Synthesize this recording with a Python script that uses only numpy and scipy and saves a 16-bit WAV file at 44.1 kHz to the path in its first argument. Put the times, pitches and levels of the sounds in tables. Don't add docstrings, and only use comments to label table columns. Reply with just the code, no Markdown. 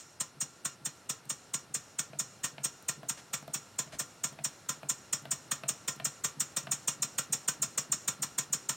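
import sys
import numpy as np
from scipy import signal
from scipy.fft import rfft, irfft, next_fast_len
from scipy.io import wavfile
from scipy.ndimage import uniform_filter1d

SR = 44100
rng = np.random.default_rng(int(sys.argv[2]) if len(sys.argv) > 2 else 0)


def field_ratio(decibels):
    return 10 ** (np.asarray(decibels, dtype=float) / 20)


def unload_audio(sound):
    columns = np.transpose(np.atleast_2d(sound))
    steps = np.round(np.clip(columns, -1, 1) * 32767)
    wavfile.write(sys.argv[1], SR, steps.astype(np.int16))


N = 386316

# port opens t/s, peak level/dB, opening time/ms
DOWN_BEATS = [(0.1994, -24.5, 11), (0.6464, -23, 12), (1.0899, -23.5, 11.2), (1.536, -22, 7.3),
              (1.9854, -22, 8.4), (2.43, -23.5, 20.4), (2.882, -22.5, 9.1), (3.3291, -23.5, 12),
              (3.784, -22, 8.7), (4.2355, -21.5, 7.7), (4.6869, -22, 7.3), (5.127, -19.5, 5.3),
              (5.5107, -22, 8.1), (5.8765, -20.5, 6.9), (6.2379, -20.5, 11), (6.563, -21, 9),
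              (6.8753, -17.5, 7.4), (7.1799, -20, 7.7), (7.477, -19, 10.2), (7.776, -19.5, 4.8),
              (8.0758, -21, 8.3), (8.38, -20.5, 8.1), (8.689, -19.5, 5.9)]
UP_BEATS = [(0.402, -24.5, 13.3), (0.8471, -26.5, 13), (1.2924, -24, 9.3), (1.7396, -23, 8.1),
            (2.1883, -22, 8.3), (2.6327, -23.5, 17.7), (3.0842, -23, 11.7), (3.5339, -23.5, 11.4),
            (3.9863, -24, 12), (4.438, -23.5, 10.4), (4.8877, -21.5, 11), (5.3069, -22, 10.2),
            (5.6806, -21.5, 10.2), (6.0444, -21, 9), (6.3962, -22, 12), (6.7115, -20.5, 9.5),
            (7.0207, -20, 7.1), (7.3231, -20, 8.5), (7.6185, -20, 8.3), (7.9185, -17.5, 5.2),
            (8.2201, -22.5, 9), (8.5256, -20.5, 7.2)]
# frame jolt level/dB, top hiss level/dB, bench push delay/s, push
# level/dB
END_KICKS = [
    (-33, -36.5, 0.0023, -45),
    (-36.5, -38, 0.01223, -46),
]
# delay/s, ring level/dB, crack level/dB
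PISTON_SLAPS = [
    (.008, -17.5, -33),
    (.017, -25, -13),
]
# t/s, peak level/dB, crack level/dB
BEARING_KNOCKS = [(2.132, -40, -10), (2.581, -41, -0.5), (3.031, -38, -9), (3.426, -50, -4),
                  (3.479, -38, -9.5), (3.874, -53, -3), (3.932, -40, -20), (4.328, -52, -2),
                  (4.388, -41.5, -2.5), (4.831, -39, -5.5), (5.254, -40.5, -3), (5.635, -36.5, 0),
                  (5.999, -38, 1.5), (6.67, -38, 4)]
# f/Hz, level/dB, t60/s
FRAME_MODES = [(598, -1, .035), (1023, -1, .07), (1160, 0, .06), (1275, -2, .06), (1379, -2, .12),
               (1550, -5, .05), (1800, -2, .045), (1860, -3, .06), (2260, -4, .04), (2498, -3, .04),
               (2848, -6, .04), (3187, -7, .035), (3520, -5, .035), (4250, -9, .03)]
# f/Hz, width/Hz, level/dB
PIPE_WHISTLE = [(1378, 40, 9), (2810, 60, 5), (4150, 80, 3)]


def unit(x):
    return x / np.sqrt(np.mean(x ** 2) + 1e-20)


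def along(points, hz):
    f, value = np.transpose(points)
    return np.interp(np.log(hz + 1), np.log(f + 1), value)


def filtered(x, response):
    m = next_fast_len(N + SR // 2)
    return irfft(rfft(x, m) * response(np.fft.rfftfreq(m, 1 / SR)), m)[..., :N]


def high_pass(f, hz, order):
    return (1j * f / (hz + 1j * f)) ** order


def above(f, hz):
    return .5 + .5 * np.tanh((f - hz) / 250)


def resonances(peaks, flip=-1):
    def response(f):
        total = 0
        for k, (center, width, db) in enumerate(peaks):
            damping = 1j * f * width
            total = total + flip ** k * field_ratio(db) * damping / (center * center - f * f + damping)
        return total
    return response


def ringing(modes, t, scatter_db):
    total = 0
    for hz, db, t60 in modes:
        decay = field_ratio(db + scatter_db * rng.standard_normal() - 60 * t / t60)
        total = total + decay * np.sin(2 * np.pi * (hz * t + rng.random()))
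    return total


def noise(response):
    return unit(filtered(rng.standard_normal((2, N)), response))


def puffs(envelope, response):
    def unit_power(f):
        r = response(f)
        return r / np.sqrt(np.mean(np.abs(r) ** 2))
    return filtered(envelope * rng.standard_normal((2, N)), unit_power)


def add(track, s, piece):
    i = round(s * SR)
    piece = piece[max(-i, 0):][:N - max(i, 0)]
    track[max(i, 0):][:len(piece)] += piece


def pressure_at(s):
    # t/s, level/dB
    pressure = [
        (0, -3),
        (1.6, -0.5),
        (4.6, 1),
        (5.2, 1.5),
        (7.1, 3),
        (7.8, 3),
        (8.4, 2.5),
        (8.76, 3),
    ]
    return np.interp(s, *np.transpose(pressure))


def beats():
    rows = []
    for k, (s, db, opening_ms) in enumerate(sorted(DOWN_BEATS + UP_BEATS)):
        jolt_db, top_db, *_ = END_KICKS[k % 2]
        pressure_db = pressure_at(s)
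        jolt_db += 0.94 * pressure_db - db
        top_db += 1.3 * pressure_db - db
        rows.append((s, db, jolt_db, top_db, opening_ms))
    return rows


def port(f):
    # f/Hz, width/Hz, level/dB
    port_peaks = [(5404, 40, 6), (5545, 45, 8), (5742, 60, 8), (5830, 40, 4), (5980, 40, 3), (6300, 90, 4),
                  (6470, 50, 6), (6633, 50, 5), (6810, 70, 10), (7055, 70, 5), (7350, 60, 6), (7500, 60, 7),
                  (7735, 70, 5), (8160, 90, 6), (8490, 130, 9), (8830, 70, 2), (12300, 300, 8),
                  (12800, 200, 6), (14500, 500, 8), (15400, 300, 5)]
    return .4 + resonances(port_peaks, flip=1)(f)


def background():
    # t/s, level/dB, hold/s
    sleeve = [
        (3.17, -51.5, 0.025),
        (3.92, -49, 0.029),
    ]
    # f/Hz, level/dB per Hz
    leak_color = [(2500, -42), (4800, -48), (5400, 26), (7000, -0.5), (8600, 18), (9500, 11), (12000, -33),
                  (16000, -7)]
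    # f/Hz, level/dB per Hz
    hum_color = [(25, -27), (60, -14.5), (108, -3.5), (200, -9), (320, -9.5), (700, -12), (1100, -15),
                 (1800, -18), (3000, -23), (4900, -23), (5600, -25), (9000, -27.5), (12000, -31),
                 (16000, -47)]
    cloth_color = [(300, -13), (1500, -4.5), (6000, -11), (9000, -15), (12000, -26), (16000, -36)]
    brush, t = np.zeros(N), np.arange(SR // 5) / SR
    for s, db, hold in sleeve:
        attack = np.clip(t / 0.0046, 0, 1)
        add(brush, s, attack * field_ratio(db - 60 * np.maximum(t - hold, 0) / 0.11))
    hum = noise(lambda f: field_ratio(along(hum_color, f)) * (1 + 0.52 * np.abs(resonances(PIPE_WHISTLE)(f))))
    leak = noise(lambda f: field_ratio(along(leak_color, f)) * np.abs(port(f)) ** .7)
    cloth = noise(lambda f: field_ratio(along(cloth_color, f)))
    hum_db = -57.5 + 0.71 * pressure_at(np.arange(N) / SR)
    return field_ratio(-74.5) * leak + field_ratio(hum_db) * hum + brush * cloth


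def bearing():
    # t/s, level/dB
    ticks = [(1.254, -52), (2.825, -49), (3.033, -57), (3.426, -56), (3.478, -50), (3.76, -58),
             (4.327, -54), (4.83, -55), (5.225, -58), (5.254, -54), (5.635, -52), (5.962, -51),
             (5.999, -56), (6.669, -55)]
    # f/Hz, level/dB, t60/s
    block_modes = [(660, 0, .04), (1380, -12, .02), (2480, -12, .012)]
    out, t = np.zeros(N), np.arange(SR // 12) / SR
    for s, db, crack_db in BEARING_KNOCKS:
        grit = np.convolve(rng.standard_normal(len(t)), np.hanning(15) / 7, "same")
        crack = field_ratio(np.clip(crack_db, -20, 0) + 11 - 60 * t / .03) * grit
        crack -= uniform_filter1d(crack, size=60)
        knock = ringing(block_modes, t, scatter_db=1.5) * (1 - np.exp(-t / .0004))
        bounce = ringing(block_modes[:2], t, scatter_db=1.5) * (1 - np.exp(-t / .002))
        add(out, s + .0005, field_ratio(db + 2.0) * (knock + crack))
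        add(out, s + .022, field_ratio(db - 11) * bounce)
    for s, db in ticks:
        tick = rng.standard_normal(len(t) + 2)
        add(out, s, field_ratio(db - 1 - 60 * t / .012) * (tick[2:] - tick[:-2]))
    return out


def bench():
    # f/Hz, width/Hz, level/dB
    top_peaks = [(139, 32, 0), (175, 55, -1), (250, 60, -8), (305, 60, -9)]
    # t/s, level/dB
    nudges = [(2.103, -50), (2.533, -50.5), (2.981, -46), (3.429, -46), (3.87, -49), (4.324, -50),
              (4.779, -51), (5.225, -50), (5.839, -52), (5.968, -48), (6.642, -49)]
    # t/s, level/dB, f/Hz, t60/s
    elbow = (3.935, -43, 70, .1)
    pushes, t = np.zeros(N), np.arange(SR // 5) / SR
    push = np.hanning(round(0.0039 * SR))
    for k, (s, *_) in enumerate(beats()):
        *_, delay, db = END_KICKS[k % 2]
        db += 0.44 * pressure_at(s) + 0.4 * rng.standard_normal()
        add(pushes, s + delay - .003, -field_ratio(db + 9.5) * push)
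        add(pushes, s + delay + 0.0034, field_ratio(db + 23.5) * push)
    rolls = [(s - .005, db) for s, db in nudges]
    rolls += [(s + 0.0026, db - 8.5) for s, db, _ in BEARING_KNOCKS]
    turns = np.diff(np.array(DOWN_BEATS)[:, 0])
    for (s, *_), turn in zip(UP_BEATS, turns):
        rolls.append((s - .075 * turn, -50.5 + 37 * np.log10(turns[0] / turn)))
    for s, db in rolls:
        add(pushes, s - .006, field_ratio(db + 19) * push)
        add(pushes, s + 0.00786, field_ratio(db + 14 + 2.5 * rng.standard_normal()) * push)
    out = filtered(pushes, lambda f: resonances(top_peaks)(f) * high_pass(f, 105, 3))
    s, db, hz, t60 = elbow
    add(out, s, field_ratio(db) * ringing([(hz, 0, t60)], t, scatter_db=0) * (1 - np.exp(-t / .008)))
    return out


def frame():
    out, t = np.zeros(N), np.arange(SR // 6) / SR
    for k, (s, db, jolt_db, *_) in enumerate(beats()):
        delay, slap_db, crack_db = PISTON_SLAPS[k % 2]
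        ring = field_ratio(slap_db) * ringing(FRAME_MODES, t, scatter_db=4.5) * (1 - np.exp(-t / .0006))
        crack = field_ratio(crack_db - 60 * t / 0.0035) * uniform_filter1d(rng.standard_normal(len(t)), size=4)
        jitter = 0.000944 * rng.standard_normal()
        add(out, s + delay + jitter, field_ratio(db + jolt_db) * (ring + crack))
    return filtered(out, lambda f: high_pass(f, 250, 2))


def exhaust():
    # f/Hz, level/dB per Hz
    jet_color = [(350, -11.5), (600, -13.5), (1200, -9.5), (2200, -12), (3530, -8.5), (4950, -11),
                 (5400, -17.5), (7000, -6.5), (8600, -15), (9400, -24.5), (11000, -22), (12500, -21),
                 (15000, -18.5), (16000, -23.5)]
    # fast t60/s, tail level/dB, tail t60/s, seep level/dB, seep t60/s, brightness/dB,
    # share of the stroke with the port open
    ends = [
        (.05, -9.5, 0.21, -30.5, 0.49, 0, 0.55),
        (.07, -8, 0.11, -22, 0.92, 0.5, 0.9),
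    ]
    t = np.arange(SR // 2) / SR
    body, edge, top, low = np.zeros((4, N))
    puffed = [(-0.038, *beats()[1][1:])] + beats()
    strokes = np.diff([row[0] for row in puffed], append=puffed[-1][0] + .145)
    for k, (s, db, jolt_db, top_db, opening_ms) in enumerate(puffed):
        end = 1 - k % 2
        fast, tail_db, tail, seep_db, seep, bright_db, share = ends[end]
        opening = np.clip(opening_ms, 3, 20) / 1000 + 0.00083
        after = np.maximum(t - opening, 0)
        still_open = .5 - .5 * np.tanh((t - share * strokes[k]) / 0.0037)
        flow = field_ratio(-60 * after / fast) + field_ratio(tail_db - 60 * after / tail)
        flow += field_ratio(seep_db - 60 * after / seep) * still_open
        flow *= np.sin(np.pi / 2 * np.clip(t / opening, 0, 1)) ** 1.77
        add(body, s - .002, field_ratio(db - 10) * flow)
        add(edge, s - .003, field_ratio(db + bright_db - 13) * flow ** 1.186)
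        add(top, s - .002, field_ratio(db + top_db - 8.5) * flow ** 1.18)
        add(low, s - .003 + 0.38 * PISTON_SLAPS[end][0], field_ratio(db + jolt_db - 6) * flow ** 0.96)

    flutter_db = unit(uniform_filter1d(rng.standard_normal(N), size=60))
    eddies = unit(field_ratio(flutter_db))

    def band(lo, hi):
        return lambda f: field_ratio(along(jet_color, f)) * port(f) * above(f, lo) * (1 - above(f, hi))

    shelf = field_ratio(-12.5) * np.pad(body, (SR // 300, 0), "edge")[:N] ** 0.84
    hiss = puffs(eddies * shelf, band(5050, 6150))
    hiss += puffs(eddies * body, band(6150, 7950))
    hiss += puffs(eddies * edge, band(7950, 10500))
    hiss += puffs(eddies * top, band(10500, 17000))
    song = puffs(field_ratio(-40.5) * body ** 0.48, resonances(PIPE_WHISTLE))
    shell = resonances([(hz, 7 / t60, db + 5) for hz, db, t60 in FRAME_MODES], flip=1)

    def shaken(f):
        return field_ratio(along(jet_color, f)) * (.8 + shell(f)) * (1 - above(f, 4900)) * high_pass(f, 200, 2)

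    return hiss + song + np.array([[1], [.25]]) * puffs(low, shaken)


def room(x):
    # f/Hz, t60/s
    decay = [(200, 0.31), (1400, .25), (4000, 0.13), (10000, 0.036)]
    hz, t, z = signal.stft(rng.standard_normal((2, SR // 3)), SR, nperseg=256)
    fade = field_ratio(-60 * t / along(decay, hz)[:, None])
    tail = signal.istft(z * fade, SR, nperseg=256)[1]
    delayed = np.pad(x, (200, 0))[None]
    return signal.fftconvolve(delayed, tail / np.linalg.norm(tail[0]), axes=1)[:, :N]


def scene():
    # f/Hz, side minus mid level/dB
    width = [(60, -7), (110, -26.5), (250, -15), (500, -11.5), (1000, -18.5), (2400, -19.5), (5000, -14),
             (8000, -16), (12000, -18.5)]
    air, jolts, knocks, thumps = exhaust(), frame(), bearing(), bench()
    echoes = room(field_ratio(-9.5) * jolts + field_ratio(-14) * air[0] + field_ratio(-11) * knocks + field_ratio(-13) * thumps)
    direct = air * np.array([[1], [.7]]) + (jolts + knocks + thumps) * np.array([[1], [.3]])
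    mid, side = direct + echoes + background()
    side = filtered(side, lambda f: field_ratio(along(width, f)))
    return np.array([mid + side, mid - side])


def roll_off(x):
    return signal.sosfilt(signal.butter(12, 16990, fs=SR, output="sos"), x)


def record(dry):
    heard = filtered(dry, lambda f: high_pass(f, 40, 2) * np.where(f < 15900, 1, field_ratio(-30)))
    return roll_off(heard)


dry = scene()
out = record(dry)
unload_audio(out)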